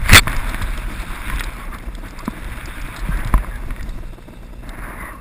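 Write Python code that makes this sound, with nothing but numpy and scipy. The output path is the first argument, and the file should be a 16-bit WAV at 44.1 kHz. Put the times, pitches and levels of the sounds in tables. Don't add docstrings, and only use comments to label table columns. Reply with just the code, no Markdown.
import sys
import numpy as np
from scipy import signal
from scipy.fft import rfft, irfft
from scipy.io import wavfile
from scipy.ndimage import uniform_filter1d

SR = 44100
rng = np.random.default_rng(int(sys.argv[2]) if len(sys.argv) > 2 else 0)


def wrap_up_sound(samples):
    columns = np.atleast_2d(samples).T
    tamed = np.clip(columns, -1, 1)
    steps = np.round(tamed * 32767).astype(np.int16)
    wavfile.write(sys.argv[1], SR, steps)


N = 229663
TIME = np.arange(N) / SR
USUAL_SCRAPE_DB = -34

# time in seconds, skid share 0-1.
SKID_SHARE = [(0, 0.7), (1.4, 0), (1.75, 0.86), (2.3, 0.36), (2.8, 0), (3.15, 0.78), (3.8, 0.74), (4.3, 0),
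              (4.7, 1), (5.21, 1)]


def amp(db):
    return 10 ** (np.asarray(db) / 20)


def unit(x):
    return x / np.sqrt(np.mean(x ** 2) + 1e-20)


def curve(rows):
    return np.interp(TIME, *np.transpose(rows))


def add(mix, start_s, sound):
    part = mix[max(round(start_s * SR), 0):][:len(sound)]
    part += sound[:len(part)]


def swell(middle_s, length_s):
    return np.cos(np.pi * np.clip((TIME - middle_s) / length_s, -.5, .5)) ** 2


def wander(rate_hz):
    width = max(int(SR / rate_hz), 1)
    smooth = uniform_filter1d(rng.standard_normal(N), width, mode="wrap")
    return unit(uniform_filter1d(smooth, width // 2 + 1, mode="wrap"))


def coloured(x, colour):
    hz, db = np.transpose(colour)
    bins_hz = np.fft.rfftfreq(2 ** 18, 1 / SR)
    gain = amp(np.interp(np.log(bins_hz + 1), np.log(hz), db))
    return unit(irfft(rfft(x, 2 * len(bins_hz) - 2) * gain)[:N])


def resonate(x, hz, width_hz):
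    turn = np.exp(2j * np.pi * np.cumsum(hz * np.ones(len(x))) / SR)
    r = np.exp(-np.pi * width_hz / SR)
    smooth = signal.lfilter([(1 - r) ** 2], [1, -2 * r, r * r], x / turn)
    return 2 * (turn * smooth).real


def struck(modes, t):
    ring = np.zeros(len(t))
    for k, (hz, db, t60_s) in enumerate(modes):
        detuned_hz = hz * (1 + 0.013 * rng.standard_normal())
        ring += (-1) ** k * amp(db - 60 * t / t60_s) * np.sin(2 * np.pi * detuned_hz * t)
    return ring / abs(ring).max()


def spike(since_s, rise_s, fall_s):
    return np.exp(-since_s / fall_s) - np.exp(-since_s / rise_s)


def crunch(per_s, spread_db, smooth):
    sizes = amp(spread_db * np.minimum(rng.exponential(1, N), 5))
    breaks = rng.random(N) < per_s / SR
    grains = rng.choice([-1, 1], N) * sizes * breaks
    return unit(grains) + smooth * rng.standard_normal(N)


def patchy(x, depth_db, order=5):
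    z = signal.stft(x, nperseg=512, noverlap=384)[2]
    across_hz = uniform_filter1d(rng.standard_normal(z.shape), order, axis=0)
    patches = unit(uniform_filter1d(across_hz, 2 * order, axis=1))
    return unit(signal.istft(z * amp(depth_db * patches), nperseg=512, noverlap=384)[1][:N])


def scrape_db():
    # time in seconds, level in dB.
    press = [(0, -40.5), (.11, -24), (.23, -44), (.29, -28.5), (.82, -35.5), (1.35, -33.5), (1.7, -40),
             (1.94, -45.5), (2.22, -41.5), (2.5, -38), (2.7, -35), (2.92, -36.5), (3.15, -32.5),
             (4.12, -52.5), (4.59, -55), (4.67, -39), (5.06, -33.5), (5.21, -50)]
    # middle in seconds, extra level in dB.
    bites = [(1.3, 1.5), (1.41, 3.5), (1.61, 3), (1.75, 6), (2.058, 7), (3.79, 3.5)]
    bite_s = 0.0774
    return curve(press) + sum(db * swell(s, bite_s) for s, db in bites)


def fizz_db():
    usual_fizz_db, db_per_scrape_db, full_skid_db = -44.5, 0.402, -7.5
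    crust_end_s, crust_fade_s, soft_snow_db = 1.355, 0.083, -4
    soft = np.clip((TIME - crust_end_s) / crust_fade_s, 0, 1)
    follow_db = db_per_scrape_db * (scrape_db() - USUAL_SCRAPE_DB)
    return usual_fizz_db + follow_db + full_skid_db * curve(SKID_SHARE) ** 3 + soft_snow_db * soft


def wind_db():
    # time in seconds, level in dB.
    stream = [(0, -22.5), (.35, -23), (.8, -28), (1.75, -31), (2.25, -34.5), (2.7, -31), (2.95, -33),
              (3.17, -23), (3.46, -31.5), (3.9, -25.5), (4.22, -40), (4.75, -32), (5.21, -37.5)]
    # middle in seconds, length in seconds, extra level in dB.
    gusts = [(1.333, 0.23, 10.5), (2.423, 0.073, 3.5), (3.34, 0.175, 10.5), (3.573, 0.098, 5),
             (3.883, 0.095, 3.5)]
    return curve(stream) + sum(db * swell(s, length_s) for s, length_s, db in gusts)


def buzz(frame_hz=59.94):
    up = amp(-28.5) * spike((TIME - .0014) % (1 / frame_hz), rise_s=0.000138, fall_s=0.000626)
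    down = amp(-23) * spike((TIME - .004) % (1 / frame_hz), rise_s=0.00044, fall_s=0.00121)
    whine = amp(-60.5) * unit(resonate(rng.standard_normal(N), hz=2672.0, width_hz=170))
    return up - down - np.mean(up - down) + whine


def burrs(pitch_hz=328, jitter=0.035):
    first_s, tick_s, share_per_tick = .036, .05, .58
    level_db, spread_db = -37, 1.2
    out, t, due = np.zeros(N), np.arange(int(0.018 * SR)) / SR, 0
    for s in np.arange(first_s, N / SR, tick_s):
        due = due % 1 + share_per_tick * rng.uniform(.6, 1.4)
        period_s = 1 / (pitch_hz * rng.uniform(0.9513, 1.04))
        starts_s = period_s * (np.arange(8) + jitter * rng.standard_normal(8))
        since_s = np.maximum(t[:, None] - starts_s, 0)
        train = spike(since_s, rise_s=0.000328, fall_s=0.000257).sum(axis=1)
        train = (train - train.mean()) / train.std()
        gain = amp(level_db + spread_db * rng.standard_normal()) * (due >= 1)
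        add(out, s - t[-1] / 2, gain * train * signal.windows.tukey(len(t), .6))
    return out


def wind():
    # frequency in Hz, gain in dB.
    wind_colour = [(8, -18.5), (22, -2), (40, 2), (55, -6), (75, -19), (120, -18), (200, -41), (400, -71.5),
                   (1000, -59.5)]
    flutter_db = 3
    eddies = coloured(rng.standard_normal(N), wind_colour)
    strength = np.sqrt(abs(uniform_filter1d(eddies ** 2, int(.09 * SR))) + 0.065)
    return eddies / strength * amp(wind_db() + flutter_db * wander(rate_hz=18.7) + 1.5)


def burst(start_s, end_s):
    attack_s, release_db_per_s = 0.0012, 3397.5
    attack = np.clip((TIME - start_s) / attack_s, 0, 1)
    return attack * amp(-release_db_per_s * np.maximum(TIME - end_s, 0))


def spray():
    # frequency in Hz, gain in dB.
    spray_colour = [(40, 8), (110, 2.5), (200, -4.5), (380, -4.5), (600, -16), (1000, -1.5), (1400, 1.5),
                    (2000, -1), (2500, -0.5), (2900, -5), (3600, -10), (4300, -3), (6000, -26)]
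    # start in seconds, length in seconds, level in dB.
    heavy = [(0.1305, 0.0055, 3.5), (0.145, 0.0134, 6.5), (0.159, 0.0255, -1.5), (0.189, 0.00544, -6.5)]
    dust_start_s, dust_end_s = 0.069, 0.138
    dust_end_db, dust_rise_db_per_s = -9, 317.5
    dust_db = dust_end_db - dust_rise_db_per_s * np.maximum(dust_end_s - TIME, 0)
    dust = amp(dust_db) * burst(dust_start_s, dust_end_s)
    clumps = sum(amp(db) * burst(s, s + length_s) for s, length_s, db in heavy)
    grains = crunch(per_s=1500, spread_db=2.0, smooth=0.536) * amp(1.1 * wander(rate_hz=460))
    bright = np.interp(TIME, [.15, .175], [0, 1])
    dull_ring = amp(-10.5) * unit(resonate(grains, hz=2071, width_hz=610))
    bright_ring = amp(-6.5) * unit(resonate(grains, hz=3515.0, width_hz=327))
    rattle = patchy(coloured(grains, spray_colour), depth_db=4.0)
    return (rattle + (1 - bright) * dull_ring + bright * bright_ring) * np.maximum(dust, clumps)


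def taps():
    # start in seconds, peak level in dB.
    hits = [(0.017, -27), (.038, -29), (.06, -17), (0.094, -4.5), (.234, -25.5), (0.2792, -9.5),
            (.33, -15.5), (.545, -13.5), (1.282, -19), (1.2997, -16.5), (1.4073, -11.5), (3.379, -21.5),
            (3.707, -22), (3.763, -26), (3.809, -25.5)]
    # frequency in Hz, relative level in dB, t60 in seconds.
    case_modes = [(1507, 7.5, 0.0124), (1858, 2.5, 0.0453), (2229, 11, 0.008), (3620, 1.5, 0.0061),
                  (4570, -0.5, 0.00284)]
    out, t = np.zeros(N), np.arange(SR // 20) / SR
    for s, db in hits:
        add(out, s, amp(db) * struck(case_modes, t))
    return out


def crumb(db, ring_hz, crumbling_s):
    body_db = -2
    t = np.arange(SR // 20) / SR
    age = t / max(crumbling_s, .0003)
    shatter = rng.laplace(size=len(t)) * np.sqrt(age) * np.exp(-1.3 * age)
    ring = resonate(shatter, ring_hz, width_hz=1060.0)
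    ring = ring + amp(-5.5) * resonate(shatter, hz=4872, width_hz=580.0)
    body = resonate(shatter, hz=1946, width_hz=1550)
    return amp(db - 17.0) * (unit(ring) + amp(body_db) * unit(body))


def crumbs(count=60):
    # start in seconds, nominal peak in dB, ring in Hz, crumbling time in seconds.
    large = [(.315, -26.5, 3700, .0035), (0.3643, -25, 4720, 0.00256), (.4925, -24.5, 3810, 0.0048),
             (.6193, -22.5, 3610, 0.0062), (.775, -25.5, 3310, 0.002), (.9979, -31, 3655, 0.0034),
             (1.3578, -28, 3380, 0.0027), (1.393, -18.5, 3670, 0.0045), (1.4357, -21, 3600, 0.0044),
             (1.742, -34.5, 3740, .004), (1.7842, -32.5, 3280, 0.0022), (1.9505, -29.5, 3320, 0.00197),
             (2.083, -35.5, 3530, 0.0038), (2.1072, -36.5, 4980, 0.0021), (2.1894, -28.5, 4800, 0.00254),
             (2.2544, -29.5, 4190, 0.004), (2.443, -36, 3650, 0.0036), (2.656, -28, 4900, .0025),
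             (2.8148, -32.5, 5300, 0.0026), (2.8742, -36, 3680, 0.0019), (2.9616, -24.5, 3660, 0.0094),
             (2.9911, -29, 4090, 0.0065), (3.1705, -33.5, 3530, 0.0035), (3.2472, -29.5, 3600, 0.00173),
             (3.2733, -28, 3460, 0.00166), (3.5561, -36.5, 3470, .0024), (3.829, -32.5, 4880, 0.00164),
             (3.8914, -33.5, 3700, 0.00375), (4.6912, -28.5, 3520, 0.0029)]
    usual_per_s, over_fizz_db, spread_db = 7.7, 9.5, -0.5
    small_hz, small_crumbling_s = 3740, 0.0024
    out, edge_db = np.zeros(N), fizz_db()
    per_s = usual_per_s * np.sqrt(amp(scrape_db() - USUAL_SCRAPE_DB))
    for s, db, ring_hz, crumbling_s in large:
        add(out, s, crumb(db, ring_hz, crumbling_s))
    for place, chance, size, tone in rng.random((count, 4)):
        i = int(place * N)
        db = edge_db[i] + over_fizz_db + spread_db * (2 * size - 1)
        small = crumb(db, small_hz * (1 + 0.467 * (tone - .5)), small_crumbling_s)
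        flies = chance < per_s[i] * N / SR / count
        add(out, place * N / SR, small * flies)
    return out


def knocks():
    # start in seconds, thud level before decay in dB, thud in Hz, clack peak in dB.
    bumps = [(0.095, -3, 25.1, -9.5), (0.132, 4.5, 90.9, -28.5), (0.271, -13, 105.4, -7.5),
             (0.543, -34.5, 120, -14.5), (0.615, -13.5, 90.3, -16), (2.278, -4, 230, -10.5),
             (3.088, -10, 159, -42.5), (3.255, -14, 115, -37.5), (3.339, -3.5, 45.7, -2.5),
             (3.378, -26, 90, -17.5), (3.445, -42.5, 120, -18.5), (3.707, -24.5, 97.6, -28)]
    # frequency in Hz, relative level in dB, t60 in seconds.
    clack_modes = [(191, 4, 0.0173), (344, -6, 0.0054), (632.7, -10.5, 0.0362), (1016, -1, 0.0317),
                   (1224.5, 1.5, 0.0119), (1721, -7.5, 0.017), (2215, -7, 0.0105), (3450, -21.5, 0.012)]
    thud_rise_s, thud_cycles = 0.00081, 7.85
    out, t = np.zeros(N), np.arange(SR // 4) / SR
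    for s, thud_db, thud_hz, clack_db in bumps:
        decay = amp(thud_db - 60 * t * thud_hz / thud_cycles)
        thud = -decay * np.sin(2 * np.pi * thud_hz * t) * (1 - np.exp(-t / thud_rise_s))
        ring = struck(clack_modes, t) * (1 - np.exp(-t / 0.00063))
        add(out, s, thud + amp(clack_db) * ring / abs(ring).max())
    return out


def chirps():
    # start in seconds, length in seconds, start pitch in Hz, end pitch in Hz, level in dB.
    songs = [(1.28, 0.0857, 1034, 1076, -34.5), (1.562, 0.1115, 1067, 1134, -39.5),
             (1.711, 0.065, 1210, 1188, -36), (2.172, 0.054, 1077, 1143, -37.5),
             (3.105, 0.0667, 1577, 1690, -34.5), (3.196, 0.0352, 1620, 1580, -33.5),
             (3.485, 0.107, 1736, 1612, -40), (3.785, 0.032, 1988, 1790, -40.5),
             (4.791, 0.159, 1663, 1604, -40.5), (4.917, 0.335, 1069, 1130, -40),
             (4.941, 0.209, 2132, 1846, -38.5)]
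    out = np.zeros(N)
    for s, length_s, start_hz, end_hz, db in songs:
        hz = np.linspace(start_hz, end_hz, int(length_s * SR))
        song = unit(resonate(rng.standard_normal(len(hz)), hz, width_hz=148.0))
        add(out, s, amp(db) * song * signal.windows.tukey(len(hz), .7))
    return out


def board():
    # frequency in Hz, gain in dB.
    glide_colour = [(300, -16), (550, -14.5), (780, -13), (1000, -2.5), (1180, -4), (1550, -0.5),
                    (1850, -5), (2250, -1.5), (2600, -7), (3000, -14.5), (3600, -12), (4050, -30),
                    (6000, -60.5)]
    skid_colour = [(300, -8), (480, -10.5), (620, -4), (760, -7.5), (1100, -1), (1360, -5), (1620, -2.5),
                   (1850, -3.5), (2150, -4), (2500, -14.5), (3000, -26), (6000, -49)]
    fizz_colour = [(2000, -5), (3000, -11), (3350, -3), (3650, 5.5), (4000, -4.5), (4500, -6.5), (5000, -5),
                   (5500, -8), (6000, -27.5)]
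    rumble_colour = [(40, 2.5), (90, 2.5), (160, -0.5), (250, 1.5), (400, -15.5), (700, -16.5), (1200, -20),
                     (3000, -32.5)]
    usual_rumble_db, usual_wind_db = -38.5, -30
    rumble_per_scrape, rumble_per_wind = 0.195, 0.418
    skid = np.clip(curve(SKID_SHARE), 0, 1)
    grip = wander(rate_hz=47)
    pressure_db = scrape_db() + 0.11 * wander(rate_hz=27)

    glide = coloured(crunch(per_s=1100, spread_db=3.0, smooth=1.0), glide_colour)
    slide = coloured(crunch(per_s=1800, spread_db=2.0, smooth=0.9), skid_colour)
    scrape = patchy(np.sqrt(1 - skid) * glide + np.sqrt(skid) * slide, depth_db=1.6)
    scrape = scrape * amp(pressure_db + 1.02 * grip)

    fizz = patchy(coloured(crunch(per_s=580, spread_db=1.5, smooth=1.0), fizz_colour), depth_db=2.37)
    fizz = fizz * amp(fizz_db() + 0.68 * grip)

    rumble_db = usual_rumble_db + rumble_per_scrape * (pressure_db - USUAL_SCRAPE_DB)
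    rumble_db = rumble_db + rumble_per_wind * (wind_db() - usual_wind_db)
    rumble = coloured(rng.standard_normal(N), rumble_colour) * amp(rumble_db + 3.05 * wander(rate_hz=44))
    return scrape + fizz + rumble


def scene():
    camera = buzz() + burrs()
    housing = wind() + spray() + taps() + crumbs()
    riding = knocks() + chirps() + board()
    return (camera + housing + riding)[None]


def record(dry):
    converter_hz, edge_hz = 12000, 15400
    coarse = np.clip(signal.resample_poly(dry, converter_hz, SR, axis=1), -1, 1)
    held = signal.resample_poly(np.repeat(coarse, 4, axis=1), SR, 4 * converter_hz, axis=1)[:, :N]
    low_pass = signal.firwin(255, edge_hz, window=("kaiser", 8), fs=SR)
    return np.clip(signal.oaconvolve(held, low_pass[None], "same"), -1, 1)


dry = scene()
out = record(dry)
wrap_up_sound(out)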